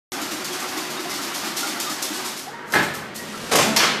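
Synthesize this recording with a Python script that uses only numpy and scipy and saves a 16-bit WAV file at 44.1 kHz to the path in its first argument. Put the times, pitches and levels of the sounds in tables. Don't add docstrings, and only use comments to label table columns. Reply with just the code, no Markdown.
import sys
import numpy as np
from scipy import signal
from scipy.fft import rfft, irfft
from scipy.io import wavfile
from scipy.ndimage import uniform_filter1d

SR = 44100
rng = np.random.default_rng(int(sys.argv[2]) if len(sys.argv) > 2 else 0)


def materialize(psi):
    bounded = np.clip(np.atleast_2d(psi).T, -1, 1)
    quanta = np.round(bounded * 32767).astype(np.int16)
    wavfile.write(sys.argv[1], SR, quanta)


N = 176400
TIME = np.arange(N) / SR

# time in seconds, level in dB.
DRIVE_LEVEL = [(0, -32.5), (.4, -33), (.8, -31), (1.3, -32), (1.65, -30.5), (2.0, -32.5), (2.2, -31.5),
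               (2.35, -37.5), (2.48, -47), (2.6, -68)]
SCRAPE_LEVEL = [(3.12, -79), (3.19, -42), (3.28, -38), (3.38, -36), (3.5, -34.5), (3.6, -45), (4, -63)]
CHURN_LEVEL = [(2.42, -48.5), (2.53, -38), (2.7, -38), (3.05, -36.5), (3.2, -55), (3.5, -44), (4, -32)]
RUMBLE_LEVEL = [(0, -41.5), (2.5, -43.5), (3.0, -39), (4, -32)]

# frequency in Hz, relative level in dB.
GEAR_EQ = [(40, -40), (80, -38), (120, -36), (210, -9), (300, -9), (480, -5.5), (740, -3.5), (900, -2),
           (1350, -2.5), (2000, -5.5), (3000, -9.5), (5500, -12), (8500, -20), (14000, -21.5)]
SPINDLE_EQ = [(100, -28.5), (700, -14), (1500, -11.5), (2800, -3.5), (4500, 1.5), (6300, 0.5), (8000, -2.5),
              (11000, -6), (14000, -7)]
FRAME_EQ = [(30, -43), (58, -8), (78, -18), (110, -5.5), (200, 3), (300, -1.5), (450, 0.5), (900, -2.5),
            (1300, -1), (1750, 1), (2100, -3), (2500, -8.5), (5000, -16), (8000, -23.5), (14000, -29)]
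BEAM_EQ = [(30, -28), (58, -22), (78, -23), (110, -7), (160, -4.5), (420, 1), (740, -.5), (1300, -1.5),
           (2200, -5), (5500, -9), (8000, -11.5), (14000, -21)]
STOP_EQ = [(40, -39), (200, -8), (600, 0), (1200, 2.5), (2500, 4.5), (4000, 3.5), (5800, 6), (7500, -7),
           (14000, -11)]
BED_EQ = [(40, -47), (200, -5), (450, -2), (700, -2.5), (1150, 1.5), (2000, -0.5), (3200, -2), (5500, -7.5),
          (8000, -14), (14000, -27)]
MESH_EQ = [(100, -7), (600, -12), (1300, 5.5), (2200, -2.5), (4500, -2.5), (8000, -6.5), (14000, -15)]
WIRE_EQ = [(200, -26), (2000, -14.5), (4000, -3.5), (7000, -2.5), (10000, -7), (14000, -7)]
CHURN_EQ = [(100, -44), (400, 6.5), (650, -5), (950, 0.5), (1400, 3), (2150, -3), (2400, -13.5),
            (5000, -24), (14000, -36)]
RUMBLE_EQ = [(25, -54), (58, -9), (78, -17), (100, -3), (150, -4.5), (260, 0), (500, -0.5), (1200, -8),
             (3000, -11), (14000, -44)]

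# pitch in Hz, nominal width in Hz, level in dB relative to the fader.
HOUSING_RESONANCES = [(235, 19.5, -18), (297, 27, -11), (356.3, 36.7, -7), (744, 81, -19.5)]
MOTOR_HUM = [(151.3, 6.6, -12), (217, 22, -7)]

# start in seconds, level in dB, attack in seconds.
SPINDLE_TURNS = [(.1, -27, .01), (.207, -27.5, .012), (.302, -27.5, 0.019), (0.441, -27.5, 0.008),
                 (.52, -27.5, 0.012), (.59, -29, .012), (.675, -30, 0.017), (.76, -28.5, 0.02),
                 (.898, -29.5, 0.007), (.99, -32, 0.015), (1.09, -27.5, 0.018), (1.13, -29.5, 0.014),
                 (1.205, -27, 0.024), (1.331, -25, 0.02), (1.437, -28.5, 0.022), (1.559, -21, 0.014),
                 (1.665, -25, 0.0078), (1.795, -23, 0.01), (1.89, -26, 0.013), (2.017, -22, 0.0092),
                 (2.12, -27, 0.032), (2.238, -25.5, 0.021), (2.36, -29, 0.015)]

# start in seconds, level in dB, attack and decay in seconds.
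FRAME_CLUNKS = [(2.722, -26, 0.0067, .02), (2.736, -12, 0.0026, 0.012), (2.752, -11.5, 0.0031, 0.035)]
BEAM_SHIFTS = [(3.51, -12, 0.014, 0.029), (3.552, -12, 0.0029, 0.021), (3.582, -12.5, 0.0071, 0.035),
               (3.62, -19.5, 0.0061, 0.058)]
BEAM_BOOMS = [(3.668, -18.5, 0.0097, .055)]
STOP_SLAMS = [(3.7625, -9, 0.0016, 0.018), (3.79, -18, 0.004, 0.015)]
BED_SHUDDERS = [(3.785, -14, 0.022, 0.031), (3.828, -13, 0.0062, 0.029)]
WIRE_JINGLES = [(.441, -28, 0.008, 0.011), (.765, -33, .012, .015), (1.796, -27, 0.0048, 0.014),
                (2.02, -29, .008, .01), (2.65, -39.5, 0.067, 0.027), (2.718, -25, 0.0063, 0.023),
                (2.82, -27, 0.011, 0.023), (2.93, -29.5, 0.02, 0.02), (3.14, -28, 0.026, 0.023),
                (3.555, -15.5, 0.0019, 0.017), (3.762, -20, 0.0023, 0.019)]

# pitch in Hz, relative level in dB, seconds to fade by 60 dB.
FRAME_MODES = [(297, -1, 0.26), (570, -5, 0.25), (870, -5, 0.42), (1080, -4, .45), (1303, 0, .37),
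               (1678, 8, 0.27), (1800, -13, .22), (2060, 3.5, 0.19)]
BEAM_MODES = [(147.6, -7, .92), (208, -1, .8), (338, -3, 0.43), (477, -3, .5), (570, 3, .5), (593, 3, 0.41),
              (738, -1, 0.44), (1300, 2, 0.47), (3050, 7, 0.13)]
BEAM_BOOM_MODES = [(187, -5.5, 0.32), (219, -1.5, 0.67), (283, -5, 0.45), (654, -2.5, 0.66)]

# time in seconds, pitch in Hz, fundamental and octave levels in dB.
FEED_WHINE = [(2.5, 860, -77, -72), (2.54, 950, -40, -38.5), (2.7, 945, -53, -68), (3.12, 952, -65, -62),
              (3.2, 955, -62, -36), (3.255, 939, -55, -60), (3.3, 942, -65, -52), (3.36, 917, -53, -63),
              (4, 930, -57, -63)]
# time in seconds, pitch in Hz, level in dB.
JOINT_SQUEAK = [(2.44, 632, -48), (2.46, 690, -49), (2.482, 787, -32), (2.503, 850, -40), (2.52, 870, -73)]
# start in seconds, pitch in Hz, level in dB.
STEEL_NOTES = [(0.142, 1270, -32), (.172, 813, -29), (.205, 1357, -28), (.512, 3300, -30),
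               (.637, 1343, -25.5), (.776, 1103, -29), (.968, 3715, -28.5), (1.05, 706, -25.5),
               (1.113, 2066, -29), (1.185, 1350, -22.5), (1.437, 2406, -29), (1.626, 1410, -23.5),
               (1.632, 1300, -28), (1.639, 807, -26.5), (1.75, 1360, -28), (1.864, 3704, -25.5),
               (1.869, 1192, -25.5), (1.884, 1272, -26), (2.188, 1217, -29), (3.28, 1883, -36),
               (3.338, 1327, -28.5), (3.542, 738, -12), (3.59, 1062, -15), (3.759, 927, -16.5)]
# start in seconds, level in dB.
WIRE_SNAPS = [(.444, -29), (.778, -31), (1.095, -35), (1.576, -33), (1.801, -24), (2.026, -27),
              (2.743, -22.5), (2.945, -36), (3.557, -16.5), (3.7625, -19.5), (3.77, -16.5)]
SHAFT_KNOCKS = [(0.204, -29), (0.316, -25), (.765, -26), (.98, -31), (1.445, -30), (1.674, -30),
                (1.89, -30), (2.1, -26.5)]

# frequency in Hz, seconds to fade by 60 dB.
HALL_T60 = [(100, 1), (500, 0.56), (2000, 0.71), (4500, 0.82), (8000, 0.43), (14000, 0.39)]
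EARLY_T60_S, EARLY_DB, TAIL_DB = 0.28, -4, -2.5
HIT_CONTACTS_PER_S = 4000


def gear_drive():
    level_db, = in_time(DRIVE_LEVEL)
    flutter_db = 1.5 * drift(rate_hz=17)
    teeth = contacts(per_s=7000, spread_db=0.5) * from_db(flutter_db)
    return from_db(level_db) * (colour(teeth, GEAR_EQ) + resonate(teeth, HOUSING_RESONANCES))


def spindles(decay_s=0.044):
    turns = bursts([(start, db, attack, decay_s) for start, db, attack in SPINDLE_TURNS])
    return colour(turns * contacts(per_s=5000, spread_db=2.5), SPINDLE_EQ)


def heavy_hits():
    parts = [(FRAME_CLUNKS, FRAME_EQ), (BEAM_SHIFTS, BEAM_EQ),
             (STOP_SLAMS, STOP_EQ), (BED_SHUDDERS, BED_EQ)]
    return sum(colour(bursts(hits) * contacts(HIT_CONTACTS_PER_S, spread_db=1.5), eq)
               for hits, eq in parts)


def steel_ring():
    frame = from_db(-4) * ringing(FRAME_CLUNKS, FRAME_MODES)
    beam = from_db(-8) * ringing(BEAM_SHIFTS, BEAM_MODES)
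    return frame + beam + ringing(BEAM_BOOMS, BEAM_BOOM_MODES)


def feed_motor():
    hz, fundamental_db, octave_db = in_time(FEED_WHINE)
    churn_db, = in_time(CHURN_LEVEL)
    phase = wavering_phase(hz, depth=0.0206, rate_hz=64)
    whine = from_db(fundamental_db) * np.sin(phase) + from_db(octave_db) * np.sin(2 * phase)
    churn = from_db(churn_db) * colour(rng.standard_normal(N), CHURN_EQ)
    return np.sqrt(2) * whine + churn


def mesh():
    scrape_db, = in_time(SCRAPE_LEVEL)
    scrape = colour(from_db(scrape_db) * contacts(per_s=3500, spread_db=4), MESH_EQ)
    jingle = colour(bursts(WIRE_JINGLES) * contacts(per_s=4000, spread_db=4.5), WIRE_EQ)
    return scrape + jingle


def wire_snaps(attack_s=0.00053, decay_s=0.01):
    cracks = bursts([(start, db, attack_s, decay_s) for start, db in WIRE_SNAPS])
    return colour(cracks * contacts(HIT_CONTACTS_PER_S, spread_db=3), WIRE_EQ)


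def steel_notes(attack_s=0.009, t60_s=0.16):
    return sum(ringing([(start, db, attack_s, 0)], [(hz, 0, t60_s)]) for start, hz, db in STEEL_NOTES)


def shaft_knocks(attack_s=0.015, pitch_hz=312, t60_s=0.31):
    knocks = [(start, db, attack_s, 0) for start, db in SHAFT_KNOCKS]
    return ringing(knocks, [(pitch_hz, 0, t60_s)])


def joint_squeak():
    hz, level_db = in_time(JOINT_SQUEAK)
    phase = wavering_phase(hz, depth=0.069, rate_hz=160)
    gate = (TIME > JOINT_SQUEAK[0][0]) & (TIME < JOINT_SQUEAK[-1][0])
    return np.sqrt(2) * from_db(level_db) * np.sin(phase) * gate


def hall_rumble():
    level_db, = in_time(RUMBLE_LEVEL)
    rumble = colour(rng.standard_normal(N), RUMBLE_EQ)
    hum = resonate(rng.standard_normal(N), MOTOR_HUM)
    return from_db(level_db) * (rumble + hum)


def hall_response():
    age, hz = TIME[:SR], np.arange(SR // 2 + 1)
    centres = np.geomspace(100, 14000, 8)
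    white, tail = rfft(rng.standard_normal(SR)), 0
    for centre, share in zip(centres, np.eye(len(centres))):
        band = irfft(white * at_hz(list(zip(centres, share)), hz), SR)
        tail = tail + band * from_db(-60 * age / at_hz(HALL_T60, centre))
    tail *= np.minimum(age / 0.02, 1)
    early = rng.standard_normal(SR) * from_db(-60 * age / EARLY_T60_S)
    return from_db(EARLY_DB) * unit_energy(early) + from_db(TAIL_DB) * unit_energy(tail)


def workshop(x, paths=8, slot_samples=1024):
    position = np.arange(N) / slot_samples
    slot, fade = position.astype(int), position % 1 * np.pi / 2
    path = np.cumsum(rng.choice(np.arange(1, paths // 2), slot[-1] + 2)) % paths
    wet = 0
    for k in range(paths):
        send = (path[slot] == k) * np.cos(fade) + (path[slot + 1] == k) * np.sin(fade)
        wet = wet + through(x * send, hall_response())
    return (x + wet) / np.sqrt(1 + from_db(EARLY_DB) ** 2 + from_db(TAIL_DB) ** 2)


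def contacts(per_s, spread_db, window=1500):
    clicks = (rng.random(N) < per_s / SR) * from_db(spread_db * rng.standard_normal(N))
    clicks *= rng.choice([-1, 1], N)
    power = np.abs(uniform_filter1d(clicks ** 2, window))
    return clicks / np.sqrt(power + 1e-6)


def bursts(hits):
    power = np.zeros(N)
    for start, db, attack, decay in hits:
        first = max(int(start * SR), 0)
        age = TIME[:min(SR, N - first)]
        envelope = np.minimum(age / attack, 1) * np.exp(-np.maximum(age - attack, 0) / decay)
        power[first:first + len(age)] += (from_db(db) * envelope) ** 2
    return np.sqrt(power)


def ringing(hits, modes):
    ring = np.zeros(N)
    for start, db, attack, _ in hits:
        first = int(start * SR)
        age = TIME[:min(SR // 2, N - first)]
        for hz, mode_db, t60 in modes:
            level_db = db + mode_db + rng.normal(0, 1) - 60 * age / t60
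            envelope = from_db(level_db) * np.minimum(age / attack, 1)
            ring[first:first + len(age)] += envelope * np.sin(2 * np.pi * (hz * age + rng.random()))
    return ring / np.sqrt(sum(from_db(db) ** 2 for _, db, _ in modes))


def resonate(x, resonances):
    drone = 0
    for hz, width, db in resonances:
        b, a = signal.iirpeak(hz, hz / (2 * width), fs=SR)
        band = signal.lfilter(b, a, signal.lfilter(b, a, x))
        drone = drone + from_db(db) * rms_one(band)
    return drone


def colour(x, eq, size=8192):
    hz = np.arange(size // 2 + 1) * SR / size
    cepstrum = irfft(np.log(from_db(at_hz(eq, hz))))
    cepstrum[1:size // 2] *= 2
    cepstrum[size // 2 + 1:] = 0
    response = irfft(np.exp(rfft(cepstrum)))
    return through(x, unit_energy(response))


def wavering_phase(hz, depth, rate_hz):
    return 2 * np.pi * np.cumsum(hz * (1 + depth * drift(rate_hz))) / SR


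def drift(rate_hz):
    hz = np.arange(N // 2 + 1) * SR / N
    return rms_one(irfft(rfft(rng.standard_normal(N)) / (1 + (hz / rate_hz) ** 2), N))


def through(x, response):
    return signal.fftconvolve(x, response)[:N]


def in_time(rows):
    seconds, *columns = np.transpose(rows)
    return [np.interp(TIME, seconds, column) for column in columns]


def at_hz(points, hz):
    frequencies, values = np.transpose(points)
    return np.interp(np.log(np.maximum(hz, 1)), np.log(frequencies), values)


def from_db(db):
    return 10 ** (np.asarray(db) / 20)


def rms_one(x):
    return x / np.sqrt(np.mean(x ** 2) + 1e-20)


def unit_energy(x):
    return x / np.sqrt(np.sum(x ** 2) + 1e-20)


def scene():
    machine = gear_drive() + spindles() + mesh() + heavy_hits() + feed_motor()
    close_up = shaft_knocks() + steel_notes() + wire_snaps() + steel_ring() + joint_squeak()
    return (workshop(machine) + close_up + hall_rumble())[None]


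def record(dry):
    start_s, cutoff_hz = 0.12, 14100
    rounded = 0.89 * np.tanh(dry * (TIME >= start_s) / 0.9)
    lowpass = signal.ellip(10, .05, 60, cutoff_hz, fs=SR, output="sos")
    return signal.sosfiltfilt(lowpass, rounded)


dry = scene()
out = record(dry)
materialize(out)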